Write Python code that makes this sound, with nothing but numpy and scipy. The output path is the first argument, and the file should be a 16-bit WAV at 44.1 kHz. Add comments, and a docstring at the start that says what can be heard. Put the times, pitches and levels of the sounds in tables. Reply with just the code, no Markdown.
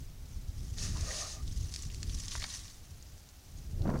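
"""An elephant at a waterhole swings its trunk and blows a load of mud over its back.
The spray hisses out over the hollow ring of the trunk; a second later drops and clods patter down on dry ground.
Wind rumbles on the microphone throughout and ends in a hard gust."""
import sys
import numpy as np
from scipy import signal
from scipy.fft import rfft, irfft
from scipy.io import wavfile
from scipy.ndimage import uniform_filter1d

SR = 44100
rng = np.random.default_rng(int(sys.argv[2]) if len(sys.argv) > 2 else 0)


def output_pcm(signal):
    """Save a mono or channel-first signal as 16-bit PCM at the path in sys.argv[1].

    Samples are clipped to [-1, 1] before scaling.
    """
    pcm = np.clip(np.atleast_2d(signal).T, -1, 1) * 32767
    wavfile.write(sys.argv[1], SR, np.round(pcm).astype(np.int16))


N = 176400

# Mud spray leaving the trunk (s, level dB)
SPRAY = [(.75, -72), (.778, -46.5), (.845, -40), (.885, -45.5), (.94, -51), (1.06, -45.5), (1.125, -41), (1.205, -39.5), (1.25, -46), (1.32, -45), (1.37, -54), (1.45, -77)]
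SPRAY_COLOUR = [(820, -26), (1400, -35), (1840, -2.5), (2110, -18), (2530, -10.5), (2720, -7.5), (3160, -8), (3990, -2.5),
                (6530, 3), (7510, -6.5), (9660, -10), (13600, -30.5), (15500, -33)]  # (Hz, dB per Hz)
# Low rush of the swing (s, level dB), and its colour (Hz, dB per Hz)
SWING = [(.77, -62), (.85, -51.5), (.91, -60), (1.04, -55), (1.2, -53.5), (1.4, -67)]
SWING_COLOUR = [(150, -7), (320, 3), (650, 1), (900, -7), (1200, 1), (2600, 0), (4000, -25)]
# Air through the trunk (s, level dB), and its resonances (Hz, width Hz, dB)
BLOW = [(.92, -68), (1.04, -54), (1.14, -51.5), (1.28, -55.5), (1.36, -57.5), (1.42, -65)]
TRUNK = [(590, 160, 1), (740, 79, -0.5), (1065, 55, -3.5), (1220, 90, 2), (1900, 290, -26), (2780, 87, -18)]
# Fine mud and grit landing: a trickle, then the shower (s, level dB)
SHOWER = [(0, -62), (.12, -70.5), (.3, -64), (.36, -62), (.43, -67), (.62, -58.5), (1.35, -60.5), (1.52, -55.5), (1.7, -52.5), (1.755, -52), (1.8, -51.5), (1.84, -52), (1.89, -55), (2.03, -55.5), (2.2, -48.5), (2.275, -49.5), (2.32, -44), (2.44, -47.5), (2.48, -47), (2.52, -46), (2.58, -46.5), (2.64, -52), (2.8, -63), (3.04, -63), (3.42, -67.5), (3.57, -61.5), (3.75, -67), (4, -61.5)]
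SHOWER_COLOUR = [(530, -43), (900, -27.5), (1100, -5.5), (1320, -16), (1930, -7), (2310, -11), (4230, -2.5), (4940, -0.5),
                 (6120, 2.5), (7960, -6.5), (9740, -8), (12700, -24.5), (15500, -40)]  # (Hz, dB per Hz)
# Heavier wet mud within the shower (s, level dB), and its colour (Hz, dB per Hz)
WET = [(2.05, -83), (2.27, -60), (2.33, -51), (2.39, -53.5), (2.445, -51), (2.48, -59), (2.52, -44.5), (2.6, -68), (2.75, -69)]
WET_COLOUR = [(250, -26), (600, -7), (1100, -0.5), (1450, -7), (1850, 3), (2800, -7), (4300, 4), (7000, -26)]
# Single drops on leaves and hard ground (s, peak dB, pitch Hz, scatter after the hit dB)
DROPS = [(0.784, -31, 4600, -7), (.971, -30, 5500, -17), (1.010, -26, 6230, -14), (1.215, -25.5, 6000, -18), (1.4783, -33.5, 4400, -11), (1.574, -34.5, 6100, -2.5), (1.633, -51, 5500, -15), (1.724, -34.5, 6100, -9), (1.7397, -23.5, 5430, -12), (1.747, -29, 6100, -7), (1.761, -23, 5460, -32), (1.791, -32, 4600, -8), (1.823, -30.5, 7200, -4), (1.901, -41, 2860, -6), (1.9458, -28, 6050, -22), (2.0299, -23.5, 5920, -27), (2.096, -33, 3600, -4.5), (2.198, -37, 7800, 7.5), (2.257, -30.5, 6500, -17), (2.282, -23.5, 5500, -10), (2.318, -30, 4400, -1), (2.3985, -28, 7000, -19), (2.4205, -35.5, 4530, 0), (2.4409, -23.5, 4740, -21), (2.548, -33.5, 4600, -2), (2.68, -38.5, 4500, -5), (2.906, -47, 4760, -12), (3.026, -38.5, 6800, -15), (3.18, -49, 4540, -17), (3.289, -40.5, 5870, -9), (3.8197, -38.5, 4200, -11), (3.876, -42, 4470, -16), (3.9, -38, 4340, -20), (3.99, -41, 6000, -12)]
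# Soft clods slapping down (s, peak dB, pitch Hz, decay s, width as a share of pitch)
CLODS = [(1.7406, -45, 2200, .001, 0.71), (1.7612, -43.5, 2400, 0.00066, 1), (2.0305, -30.5, 2600, 0.00038, 1), (2.3532, -25.5, 1360, 0.00025, 0.96), (2.355, -41, 810, 0.0029, 0.95), (2.419, -32, 1910, .002, 0.4), (2.4418, -31.5, 1820, 0.0023, 0.25), (2.4425, -34.5, 870, 0.0013, 0.7)]
# Wind on the microphone (s, level dB)
WIND = [(0, -38.5), (.17, -51), (.4, -43), (.7, -40.5), (.84, -34.5), (1.04, -35.5), (1.09, -39.5), (1.3, -46), (1.45, -38.5), (1.62, -35.5), (1.76, -42), (1.95, -36.5), (2.4, -43), (2.52, -48.5), (2.85, -51), (3.05, -51.5), (3.5, -53), (3.7, -39), (3.81, -33.5), (4, -38.5)]
WIND_COLOUR = [(8.8, -48), (15, 1.5), (38, 2.5), (79, 1.5), (432, -30.5), (559, -41.5), (700, -44.5), (910, -62), (1540, -120)]  # (Hz, dB per Hz)
# Turbulence of the last gust (s, level dB), and its colour (Hz, dB per Hz)
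GUST = [(3.64, -93), (3.79, -46), (3.845, -40), (3.865, -34.5), (3.905, -32.5), (3.937, -38), (3.95, -33), (4, -38.5)]
GUST_COLOUR = [(50, -27), (130, 3.5), (240, 0.5), (380, -7), (500, -6.5), (850, -14.5), (1400, -22), (2100, -33.5), (3200, -47), (6000, -65)]
GUST_DARKEN = 0.93  # treble lost per octave above 400 Hz, in dB for each dB that the gust drops
# Still air and microphone hiss (Hz, dB per Hz)
FLOOR = [(120, -28.5), (200, -2.5), (423, -6.5), (832, -8), (1020, -12), (1290, -11.5), (1900, -13), (3400, -13),
         (5890, -13.5), (8640, -17), (14700, -16.5), (15800, -18)]
FLOOR_DB = -61.5
BUSH_DB, BUSH_DECAY_S = -13, 0.01
EDGE_HZ = 15900  # fixed
CLOD_WIDTH = None
CLOD_SCATTER_DB = -13
# Single wind eddies on the microphone (s, peak dB, pitch Hz)
BUFFETS = [(.37, -31.5, 64.4), (0.494, -28.5, 66), (.725, -32, 91), (0.836, -32, 88.4), (1.027, -26, 75.6), (1.615, -29, 76), (1.864, -31.5, 109), (2.144, -29.5, 61), (2.392, -34, 46.3), (3.814, -19.5, 86)]
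BUFFET_CYCLES = 0.58
DROP_WIDTH = 0.52
DROP_RING_S = 0.00097
SCATTER_S = 0.0062
DROP_SKIRT = 3.3
# Wet gulps as the trunk empties (s, peak dB, pitch Hz, half length s)
GULPS = [(0.967, -49, 1020, 0.013), (1.112, -42, 1916, 0.0053)]
DROP_PING_DB, DROP_PING_S = -11, 0.0019
GRAINS_PER_S, WASH_SHARE = 2600, 0.53
GRAIN_SPREAD_DB = 2.5  # fixed
GULP_FROTH_DB = -3.5


def amp(db):
    return 10 ** (np.asarray(db) / 20)


def unit(x):
    """Scales to rms 1."""
    return x / np.sqrt(np.mean(x ** 2) + 1e-20)


def level(curve):
    """Gain over time from (s, dB) points, silent outside them."""
    return amp(np.interp(np.arange(N) / SR, *np.transpose(curve), left=-140, right=-140))  # fixed


def add(mix, s, sound):
    """Mixes a sound in at time s."""
    part = mix[max(round(s * SR), 0):][:len(sound)]
    part += sound[:len(part)]


def coloured(x, points):
    """Causal filter through (Hz, dB) points; rms 1."""
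    hz, db = np.transpose(points)
    log_gain = np.log(amp(np.interp(np.log(abs(np.fft.fftfreq(N, 1 / SR)) + 1), np.log(hz + 1), db)))
    return unit(np.fft.ifft(np.fft.fft(x) * np.exp(np.conj(signal.hilbert(log_gain)))).real)


def noise():
    return rng.standard_normal(N)


def flutter(rate_hz, depth_db):
    """A randomly wandering gain."""
    slow = irfft(rfft(noise()) * np.exp(-(np.fft.rfftfreq(N, 1 / SR) / rate_hz) ** 2), N)
    return unit(amp(depth_db * unit(slow)))


def grains(per_s, spread_db, wash):
    """Random clicks of uneven size, with a share of smooth noise from those too small to tell apart."""
    clicks = noise() * amp(spread_db * np.minimum(rng.exponential(1, N), 3)) * (rng.random(N) < per_s / SR)
    wash = np.clip(wash, 0, 1)
    return np.sqrt(1 - wash) * unit(clicks) + np.sqrt(wash) * noise()


def ring(x, hz, width_hz):
    """One resonance."""
    return signal.lfilter(*signal.iirpeak(min(hz, SR / 3), hz / min(width_hz, SR / 4), SR), x)


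def impact(hz, width, decay_s, scatter_db):
    """A sharp blow and a short crush, then scattering bits, ringing around one pitch; peak 1."""
    t = np.arange(2048) / SR
    crush, bits = rng.standard_normal((2, len(t)))
    blow = np.sign(crush) * np.exp(-t / decay_s)
    blow[0] += 2
    blow, bits = ring(blow, hz, hz * width), unit(ring(bits, hz, hz * width))
    return blow / abs(blow).max() + amp(scatter_db) * bits * np.exp(-t / SCATTER_S) * (1 - np.exp(-t / .001)) / 2


def fling():
    """Mud and air hiss out of the trunk, which rings like a pipe."""
    spray = coloured(sputter(grains(8200, 1.7, wash=0.77), depth_db=1.3), SPRAY_COLOUR) * level(SPRAY) * flutter(rate_hz=36, depth_db=0.3)
    swing = coloured(noise(), SWING_COLOUR) * level(SWING)
    pipe = sum(amp(db) * unit(ring(ring(noise(), hz, 1.3 * w), hz, 1.3 * w)) * flutter(rate_hz=12, depth_db=4.0) for hz, w, db in TRUNK)
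    return spray + swing + unit(pipe) * level(BLOW)


def shower():
    """Fine mud patters down in clumps, with wetter lumps at its height."""
    fine = coloured(sputter(grains(GRAINS_PER_S, GRAIN_SPREAD_DB, WASH_SHARE), depth_db=2.5), SHOWER_COLOUR)
    wet = coloured(sputter(grains(900, 6.2, wash=0.13), depth_db=4), WET_COLOUR)
    return fine * level(SHOWER) * flutter(rate_hz=70, depth_db=1.9) + wet * level(WET)


def drops():
    """The nearest drops tick with a very short ping, and the clods slap."""
    ticks, slaps = np.zeros((2, N))
    t = np.arange(512) / SR
    for s, db, hz, scatter_db in DROPS:
        add(ticks, s, amp(db) * ring(impact(hz, DROP_WIDTH, DROP_RING_S, scatter_db), hz, hz * DROP_SKIRT))
        add(ticks, s, amp(db + DROP_PING_DB) * np.sin(2 * np.pi * hz * t) * np.exp(-t / DROP_PING_S))
    for s, db, hz, decay_s, width in CLODS:
        add(slaps, s, amp(db) * impact(hz, width, decay_s, CLOD_SCATTER_DB))
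    return softened(ticks, edge_hz=7750) + softened(slaps, edge_hz=3000)


def softened(x, edge_hz):
    """Rolls off the top."""
    return signal.sosfilt(signal.butter(3, min(edge_hz, SR / 3), fs=SR, output="sos"), x)


def wind():
    """Lumpy rumble, and a gust whose turbulence brightens as it grows."""
    rumble = coloured(noise(), WIND_COLOUR) * level(WIND) * flutter(rate_hz=5.6, depth_db=2.0)
    force = level(GUST) * flutter(rate_hz=140, depth_db=2.1)
    hz, t, z = signal.stft(coloured(noise(), GUST_COLOUR) * force, SR, nperseg=256)
    lull_db = np.clip(20 * np.log10(force[np.minimum((t * SR).astype(int), N - 1)] / level(GUST).max()) + 3.5, -15, 3)
    z = z * amp(GUST_DARKEN * np.log2(np.maximum(hz / 400, 1))[:, None] * lull_db)
    return rumble + signal.istft(z, SR, nperseg=256)[1][:N]


def bush(x):
    """Faint, short scatter from the ground and shrubs."""
    t = np.arange(SR // 4) / SR
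    tail = rng.standard_normal(len(t)) * np.exp(-t / BUSH_DECAY_S) * (t > .003)
    return amp(BUSH_DB) * signal.fftconvolve(x, tail / np.linalg.norm(tail))[:N]


def buffets():
    """Single eddies thump the microphone, about one cycle each."""
    t = np.arange(N) / SR
    return sum(amp(db) * np.exp(-((t - s) * hz / BUFFET_CYCLES) ** 2) * np.cos(2 * np.pi * (hz * (t - s) + rng.random())) for s, db, hz in BUFFETS)


def gulps():
    """Pockets of air pop in the mud: a brief pitch with some froth around it."""
    t = np.arange(N) / SR
    return sum(amp(db) * np.exp(-((t - s) / length) ** 2) * (np.sin(2 * np.pi * hz * t) + amp(GULP_FROTH_DB) * unit(ring(noise(), hz, hz / 4))) for s, db, hz, length in GULPS)


def sputter(x, depth_db):
    """Random patches in time and pitch, as lumps of different sizes go by."""
    z = signal.stft(x, SR, nperseg=256, noverlap=192)[2]
    patches = uniform_filter1d(uniform_filter1d(rng.standard_normal(z.shape), size=4, axis=0), size=9, axis=1)
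    return unit(signal.istft(z * amp(depth_db * unit(patches)), SR, nperseg=256, noverlap=192)[1][:N])


def scene():
    """Mud, its scatter, wind and still air."""
    mud = fling() + gulps() + shower() + drops()
    return (mud + bush(mud) + wind() + buffets() + amp(FLOOR_DB) * coloured(noise(), FLOOR))[None]


def record(dry):
    """The band limit."""
    return signal.oaconvolve(dry, signal.firwin(511, EDGE_HZ, window=("kaiser", 9), fs=SR)[None], "same")


dry = scene()
out = record(dry)
output_pcm(out)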